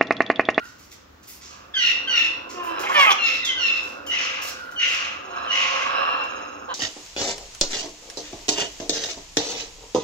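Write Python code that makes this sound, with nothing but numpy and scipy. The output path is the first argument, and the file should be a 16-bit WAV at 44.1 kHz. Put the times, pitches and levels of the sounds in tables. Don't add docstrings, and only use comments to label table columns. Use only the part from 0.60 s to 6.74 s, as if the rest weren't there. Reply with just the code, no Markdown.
import sys
import numpy as np
from scipy import signal
from scipy.fft import rfft, irfft, next_fast_len
from scipy.io import wavfile
from scipy.ndimage import uniform_filter1d, minimum_filter1d, map_coordinates

SR = 44100
rng = np.random.default_rng(int(sys.argv[2]) if len(sys.argv) > 2 else 0)


def file_out(sig):
    cols = np.atleast_2d(sig).T
    lim = np.clip(cols, -1, 1)
    pcm = np.round(lim * 32767).astype(np.int16)
    wavfile.write(sys.argv[1], SR, pcm)


N = 270769
TIME = np.arange(N) / SR
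TOP_HZ = 15780

# (time [s], length [s], swell [s], peak level [dB], settled pitch [Hz],
# slide from above [Hz], roughness approached after the break [0-1], odd harmonics [dB],
# brightness [dB per octave], left over right [dB])
SCREECHES = [ (1.138, 0.19, 0.13, -18.5, 1275, 482.7, 0.9, -5.5, 4, 0),
             (1.471, .21, 0.11, -18, 1288, 341, 0.8, -6, 3, 0),
             (2.581, .21, 0.092, -20.5, 1318, 111, 0.83, 0.5, 5, 0),
             (2.82, 0.12, 0.092, -24.5, 1292, 857, 0.2, -22, -3.5, 0),
             (2.967, 0.264, 0.1, -21, 1249, 377.5, 0.53, -5, 4, -1),
             (5.303, 0.363, 0.31, -34, 1359, 100, 0.34, -2, -4.5, 0)]
SLIDE_S = .038
SWELL_DB, FADE_DB_PER_S = 9, 90
START_ROUGH = 0.062
BREAK_AT, BREAK_SHARPNESS = 0.863, 3.14

# (time of the break [s], length after it [s], peak level [dB], fade [dB/s],
# settled pitch [Hz], odd harmonics [dB], brightness [dB per octave], left over right [dB])
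RASPS = [ (3.495, 0.39, -21, 47, 1322, -22, 1, 1.5), (4.188, 0.36, -18.5, 54.5, 1325, -8, 0, 1),
         (4.902, 0.38, -19.5, 36.5, 1322, -9, 1.5, 0)]
LEAD_S, LEAD_DB, LEAD_SLIDE_HZ = 0.029, -13.5, 244.7
BURST_S, ROUGHEN_S = 0.0077, 0.033

# (time [s], length [s], peak level [dB], first pitch [Hz],
# last pitch [Hz], roughness [0-1])
SQUAWKS = [(2.23, 0.16, -22, 490, 587.5, 0.8), (2.345, .13, -11, 600, 509.4, 0.24),
           (2.46, .08, -9, 682.3, 523.7, 0.62)]
CROONS = [(1.42, 0.6, -43, 295.8, 352.5, 0.41), (1.94, 0.24, -28, 364.8, 316.2, 0.17),
          (2.12, .23, -34, 342.4, 405.7, 0.6), (4.64, 0.2, -41.5, 392, 325, 0.15)]
CAWS = [(4.64, 0.32, -36.5, 745, 630, 0.41), (4.92, 0.41, -27, 531.6, 570, 0.58),
        (5.24, .43, -28.5, 582.4, 530, 0.66), (6.08, 0.067, -25, 539, 470, 0.6)]
WHISTLES = [(-.08, 0.168, -36, 1471, 1416, 0.6), (3.88, .34, -35.5, 1492, 1436, 0.6)]

# (frequency [Hz], relative level [dB])
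SCREECH_THROAT = [(600, -34), (1050, -10), (1420, -5), (1700, -7), (2020, 10), (2300, -0.5), (2720, 7.5),
                  (3050, -5), (3550, -1), (4200, -9.5), (4900, -14), (5600, -12.5), (6300, -19),
                  (7300, -24), (8300, -43.5), (10500, -44.5), (13000, -32.5), (16000, -54.5)]
# (frequency [Hz], relative level [dB])
RASP_THROAT = [(600, -43), (1100, -32), (1420, 0), (1700, -6.5), (2020, 7), (2300, 6), (2720, 5.5),
               (3000, 5), (3500, -3.5), (4200, -9), (4900, -11), (5600, -10.5), (6300, -8.5), (7200, -17),
               (8300, -44.5), (10500, -35.5), (13000, -39), (16000, -48.5)]
# (frequency [Hz], relative level [dB])
SQUAWK_THROAT = [(150, -34), (350, -9.5), (560, -16), (800, 0.5), (1130, -1), (1600, -6), (2200, -2),
                 (2650, -6), (3200, -6), (3700, -19), (4200, -21.5), (5200, -23.5), (6600, -20.5),
                 (8300, -36.5), (13000, -23.5), (16000, -45.5)]
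# (frequency [Hz], relative level [dB])
CROON_THROAT = [(200, -21.5), (350, -2.5), (500, 0.5), (720, -12), (1020, 4), (1300, -28), (1600, -9.5),
                (2200, -24.5), (2800, -10.5), (4000, -39), (8000, -24.5)]
# (frequency [Hz], relative level [dB])
CAW_THROAT = [(250, -37.5), (560, -2), (800, 3.5), (1100, 9), (1350, -0.5), (1650, -3.5), (2200, -31.5),
              (2750, -10), (3100, -5), (3500, -19), (4100, -11.5), (4800, -30), (8000, -39.5)]
# (frequency [Hz], relative level [dB])
WHISTLE_THROAT = [(700, -16), (1400, 0.5), (2300, -18.5), (6000, -26)]

# (time [s], length [s], peak level before the room [dB])
GROWLS = [(0.83, 0.27, -47), (2.022, 0.34, -30.5), (3.473, 0.45, -33.5), (4.23, 0.4, -34),
          (4.67, 0.34, -31), (4.894, 0.91, -28), (5.23, 0.37, -25), (5.741, 0.018, -32.5)]
# (time [s], level before the room [dB])
GRUMBLE = [(.8, -63), (1.4, -42), (3.4, -39.5), (4.1, -47), (5.6, -38.5), (6.14, -42.5)]
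# (centre [Hz], width [Hz], relative level [dB])
BEAK_WIDE = [(522, 260, -4), (1223, 290, 6), (1671, 200, 5), (2660, 470, 4), (4010, 330, -0.5),
             (5180, 420, -2)]
# (centre [Hz], width [Hz], relative level [dB])
BEAK_NARROW = [(260, 180, -2), (525.4, 213, 3), (1135, 640, 5), (1512, 440, 6.5), (2620, 600, -5),
               (4000, 1400, -27), (5200, 500, -6.5)]

# (time [s], fade time [s], low ring before the room [dB], bright hiss before the room [dB])
SCRAPES = [(0.039, .1, -50, -62), (0.182, 0.12, -51, -57.5), (0.31, 0.028, -38.5, -47),
           (0.629, 0.022, -43.5, -53), (0.671, 0.079, -41.5, -39.5), (0.812, 0.14, -42.5, -66.5),
           (1.892, 0.055, -38.5, -55), (2.029, 0.066, -46.5, -47), (2.192, 0.029, -34.5, -40),
           (2.284, 0.025, -36.5, -63), (2.848, 0.02, -25.5, -44), (3.221, 0.12, -46.5, -56),
           (3.463, 0.027, -38, -43.5), (3.815, 0.085, -36, -39), (3.872, 0.025, -27.5, -36.5),
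           (4.112, 0.012, -42, -48.5), (4.278, 0.087, -33, -49), (5.636, 0.0048, -36, -45.5)]
# (frequency [Hz], relative level [dB])
WIRE_RING = [(600, -88), (2000, -2), (3800, -4), (5700, 2), (7300, -1.5), (8500, -23.5), (16000, -53)]
# (frequency [Hz], relative level [dB])
WIRE_HISS = [(4000, -77.5), (8000, 0.5), (11000, 5.5), (14000, 10.5), (16000, 5.5)]

# (time [s], level before the room [dB])
TRILL = [(4.55, -66), (4.68, -51.5), (5.2, -63), (5.5, -71), (5.72, -48.5), (6.14, -57)]

# (frequency [Hz], relative level [dB])
AIR = [(12, -60.5), (30, -18), (55, -2), (100, -4), (150, -7.5), (290, -4), (450, -8.5), (750, -12.5),
       (1200, -8.5), (2000, -15.5), (4500, -22), (7000, -25), (9000, -44), (15500, -28)]
# (frequency [Hz], left-right likeness [0-1])
AIR_ALIKE = [(30, 0.55), (80, 0.86), (200, 0.98), (400, 0), (8000, 0)]

# (frequency [Hz], time [s])
ROOM_T60 = [(200, 0.71), (1000, 0.44), (3000, 0.59), (6000, 0.46), (13000, 0.11)]
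# (frequency [Hz], left-right likeness [0-1])
ROOM_ALIKE = [(200, 0.47), (1400, 0.25), (3000, 0.014), (6000, 0)]
# (frequency [Hz], left lead [rad])
PORT_PHASE = [(330, 0.75), (520, 1.77), (1250, 2.14), (2300, 1.19), (2900, 2.14), (4000, 1.35),
              (9000, 1.68)]
# (frequency [Hz], left over right [dB])
PORT_BALANCE = [(200, -1), (1400, -3.5), (2800, 0.5), (5200, -5.5), (7000, -1), (9000, 3.5), (15000, 0)]


def amp(db):
    return 10 ** (np.asarray(db) / 20)


def unit(x):
    return x / np.sqrt(np.mean(x ** 2) + 1e-20)


def along(points, hz):
    f, v = np.transpose(points)
    return np.interp(np.log(hz + 1), np.log(f + 1), v)


def curves(rows, t):
    s, *cols = np.transpose(rows)
    return [np.interp(t, s, c) for c in cols]


def wobble(rate, size):
    knots = rng.standard_normal(2048)
    return map_coordinates(knots, [np.arange(size) * rate / SR], mode="wrap")


def filtered(x, response):
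    m = next_fast_len(x.shape[-1] + 8192)
    spectrum = rfft(x, m) * response(np.fft.rfftfreq(m, 1 / SR))
    return irfft(spectrum, m)[..., :x.shape[-1]]


def coloured(x, spectrum):
    return unit(filtered(x, lambda hz: amp(along(spectrum, hz))))


def resonated(x, modes):
    def once(f):
        total = 0
        for k, (centre, width, db) in enumerate(modes):
            peak = 1j * f * width / (centre * centre - f * f + 1j * f * width)
            total = total + (-1) ** k * amp(db) * peak
        return total
    return unit(filtered(x, lambda f: once(f) ** 2))


def noise_pair(alike, size):
    def weights(hz):
        turn = np.arccos(np.clip(along(alike, hz), -1, 1)) / 2
        return np.array([np.cos(turn), np.sin(turn)])
    mid, side = filtered(rng.standard_normal((2, size)), weights)
    return np.array([mid + side, mid - side])


def panned(x, pan_db):
    return amp([[pan_db / 2], [-pan_db / 2]]) * x


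def slide(age):
    return 1 / (1 + age / SLIDE_S)


def arch(progress, droop_db):
    return -droop_db * (2 * progress - 1) ** 2


def call(t, pitch, db, rough, throat, jitter, rasp, flutter_db, count,
         odd_db=0, bright_db=0, flap_rate=110, flap_db=6):
    size = len(t)
    rough = np.clip(rough, 0, 1)
    rough_waver = wobble(600, size) + 0.385 * wobble(69.75, size)
    waver = 0.0081 * wobble(120.2, size) + jitter * rough * rough_waver
    phase = 2 * np.pi * np.cumsum(pitch * (1 + waver)) / SR

    k = np.arange(1, count + 1)[:, None]
    build = 1 - np.exp(-(t - t[0]) / (.007 * (k * pitch / 3000) ** 3))
    strength = build * amp(odd_db * (k % 2)) * (k * pitch < TOP_HZ)

    flaps = np.array([[wobble(flap_rate, size) for _ in k] for _ in range(2)])
    swell, slip = np.sqrt(rough) * flaps
    lag = 2 * np.pi * rng.random((count, 1)) + (.6 + .12 * k) * slip
    tone = unit(np.sum(strength * amp(flap_db * swell) * np.cos(k * phase + lag), axis=0))
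    tone *= 1 + np.sqrt(rough) * np.clip(4 * rough, 0, 1) * np.cos(phase * 2 / 3)

    breath = np.resize(rng.standard_normal(SR), size)
    chaos = unit(breath * (1 + .5 * np.cos(phase)))
    share = np.clip(rasp * rough ** 2, 0, 1)
    source = np.sqrt(1 - share) * tone + np.sqrt(share) * chaos

    colour = [(hz, level + bright_db * np.log2(hz / throat[0][0])) for hz, level in throat]
    voice = coloured(source, colour)
    voice /= np.sqrt(np.abs(uniform_filter1d(voice ** 2, size=900)) + 1e-6)

    puffs = amp(flutter_db * np.sqrt(rough) * (wobble(191.8, size) - 0.91))
    gate = np.clip((t - t[0]) / .002, 0, 1) * np.clip((t[-1] - t) / .02, 0, 1)
    heard = (voice * puffs * gate * amp(db))[t >= 0]
    return np.pad(heard, (max(round(t[0] * SR), 0), N))[:N]


def glides(rows, throat, droop_db, **voice):
    out = np.zeros(N)
    for s, length, db, first_hz, last_hz, rough in rows:
        age = np.arange(0, length, 1 / SR)
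        pitch = first_hz + (last_hz - first_hz) * age / length
        level = db + arch(age / length, droop_db)
        out += call(s + age, pitch, level, rough, throat, **voice)
    return out


def ventilation():
    hum_phase = 2 * np.pi * np.cumsum(77 + 3 * wobble(15, N)) / SR
    hum = np.sin(hum_phase) * amp(3.5 * wobble(14, N))
    air = coloured(noise_pair(AIR_ALIKE, N), AIR)
    return amp(-52.0) * air + amp(-60.5) * hum


def far_calls():
    croons = glides(CROONS, CROON_THROAT, droop_db=6, jitter=.04, rasp=.25, flutter_db=4, count=16)
    caws = glides(CAWS, CAW_THROAT, droop_db=7, jitter=.08, rasp=.5, flutter_db=3.5, count=12)
    whistles = glides(WHISTLES, WHISTLE_THROAT, droop_db=12.5, jitter=0.085, rasp=1.0, flutter_db=4, count=3)
    return croons + caws + whistles


def growling():
    phase = 2 * np.pi * np.cumsum(130 * (1 + 0.22 * wobble(90, N))) / SR
    pulses = rng.standard_normal(N) * np.exp(np.cos(phase)) * amp(1.5 * wobble(45, N))
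    pulses = coloured(pulses, [(100, -4.5), (280, 6.0), (5500, -13), (8500, -11)])
    swells = [amp(db + arch((TIME - s) / length, droop_db=9.5)) for s, length, db in GROWLS]
    growls = np.max(swells, axis=0)
    grumble = amp(curves(GRUMBLE, TIME)[0])
    return growls * resonated(pulses, BEAK_WIDE) + grumble * resonated(pulses, BEAK_NARROW)


def scrapes():
    out = np.zeros(N + SR)
    t = np.arange(SR // 3) / SR
    for s, length, ring_db, hiss_db in SCRAPES:
        slips = rng.standard_normal(len(t)) * amp(3.4 * wobble(500, len(t)))
        stroke = (1 - np.exp(-t / .002)) * np.exp(-(t / length) ** 2)
        ring = amp(ring_db) * coloured(slips, WIRE_RING)
        hiss = amp(hiss_db) * coloured(slips, WIRE_HISS)
        out[round(s * SR):][:len(t)] += stroke * (ring + hiss)
    return out[:N]


def screeches():
    out = np.zeros((2, N))
    for s, length, swell_s, db, hz, slide_hz, final_rough, odd_db, bright_db, pan_db in SCREECHES:
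        age = np.arange(0, length, 1 / SR)
        rise = -SWELL_DB * np.maximum(1 - age / swell_s, 0) ** 2
        fall = -FADE_DB_PER_S * np.maximum(age - swell_s, 0)
        strain = (age / (BREAK_AT * swell_s)) ** BREAK_SHARPNESS
        rough = (START_ROUGH + final_rough * strain) / (1 + strain)
        voice = call(s + age, hz + slide_hz * slide(age), db + rise + fall, rough, SCREECH_THROAT,
                     jitter=.055, rasp=.9, flutter_db=2.5, count=10, odd_db=odd_db, bright_db=bright_db)
        out += panned(voice, pan_db)
    return out


def squawks():
    return glides(SQUAWKS, SQUAWK_THROAT, droop_db=8, jitter=.06, rasp=.7, flutter_db=2.5, count=28,
                  odd_db=-3, flap_rate=45, flap_db=10)


def rasps():
    out = np.zeros((2, N))
    for s, length, db, fade_db_per_s, hz, odd_db, bright_db, pan_db in RASPS:
        age = np.arange(-LEAD_S, length, 1 / SR)
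        since_break = np.maximum(age, 0)
        burst = (1 + np.tanh(age / BURST_S)) / 2
        level = db + (1 - burst) * LEAD_DB - fade_db_per_s * since_break
        rough = 1 - np.exp(-since_break / ROUGHEN_S)
        pitch = hz + LEAD_SLIDE_HZ * slide(age + LEAD_S)
        voice = call(s + age, pitch, level, rough, RASP_THROAT,
                     jitter=.07, rasp=.75, flutter_db=2.8, count=10, odd_db=odd_db, bright_db=bright_db)
        out += panned(voice, pan_db)
    return out


def trill():
    beat = amp(8 * np.cos(2 * np.pi * np.cumsum(17 + wobble(5, N)) / SR))
    notes = np.zeros(N)
    for hz, db in [(6550, 10.3), (5390, 4.3)]:
        pitch = hz * (1 + 0.018 * wobble(900, N))
        notes += amp(db) * np.sin(2 * np.pi * np.cumsum(pitch) / SR)
    return amp(curves(TRILL, TIME)[0]) * unit(beat * notes) * (TIME > TRILL[0][0])


def aviary(x, direct_db, wet_db):
    hz, t, z = signal.stft(noise_pair(ROOM_ALIKE, SR), SR, nperseg=256)
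    z = z * amp(-60 * t / along(ROOM_T60, hz)[:, None]) * (t > 0)
    z = z / np.linalg.norm(z, axis=2, keepdims=True)
    tail = signal.istft(z, SR, nperseg=256)[1]
    wet = signal.fftconvolve(np.atleast_2d(x), tail / np.linalg.norm(tail[0]), axes=1)[:, :N]
    return amp(direct_db) * x + amp(wet_db) * wet


def ports(hz):
    half = amp(along(PORT_BALANCE, hz) / 2) * np.exp(1j * along(PORT_PHASE, hz) / 2)
    return np.array([half, 1 / half])


def scene():
    birds = aviary(screeches() + rasps(), direct_db=-0.5, wet_db=2.5)
    birds += aviary(squawks(), direct_db=0, wet_db=-7)
    birds += aviary(far_calls() + growling(), direct_db=-1.5, wet_db=-2.5)
    birds += aviary(scrapes(), direct_db=-4.5, wet_db=-2.5)
    birds += aviary(trill(), direct_db=-3.5, wet_db=-9.5)
    return filtered(birds, ports) + ventilation()


def record(dry):
    needed = np.minimum(1, .95 / (np.abs(dry).max(axis=0) + 1e-9))
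    gain = uniform_filter1d(minimum_filter1d(needed, size=400), size=400)
    return filtered(dry * gain, lambda hz: hz < TOP_HZ)


dry = scene()
out = record(dry)
file_out(out)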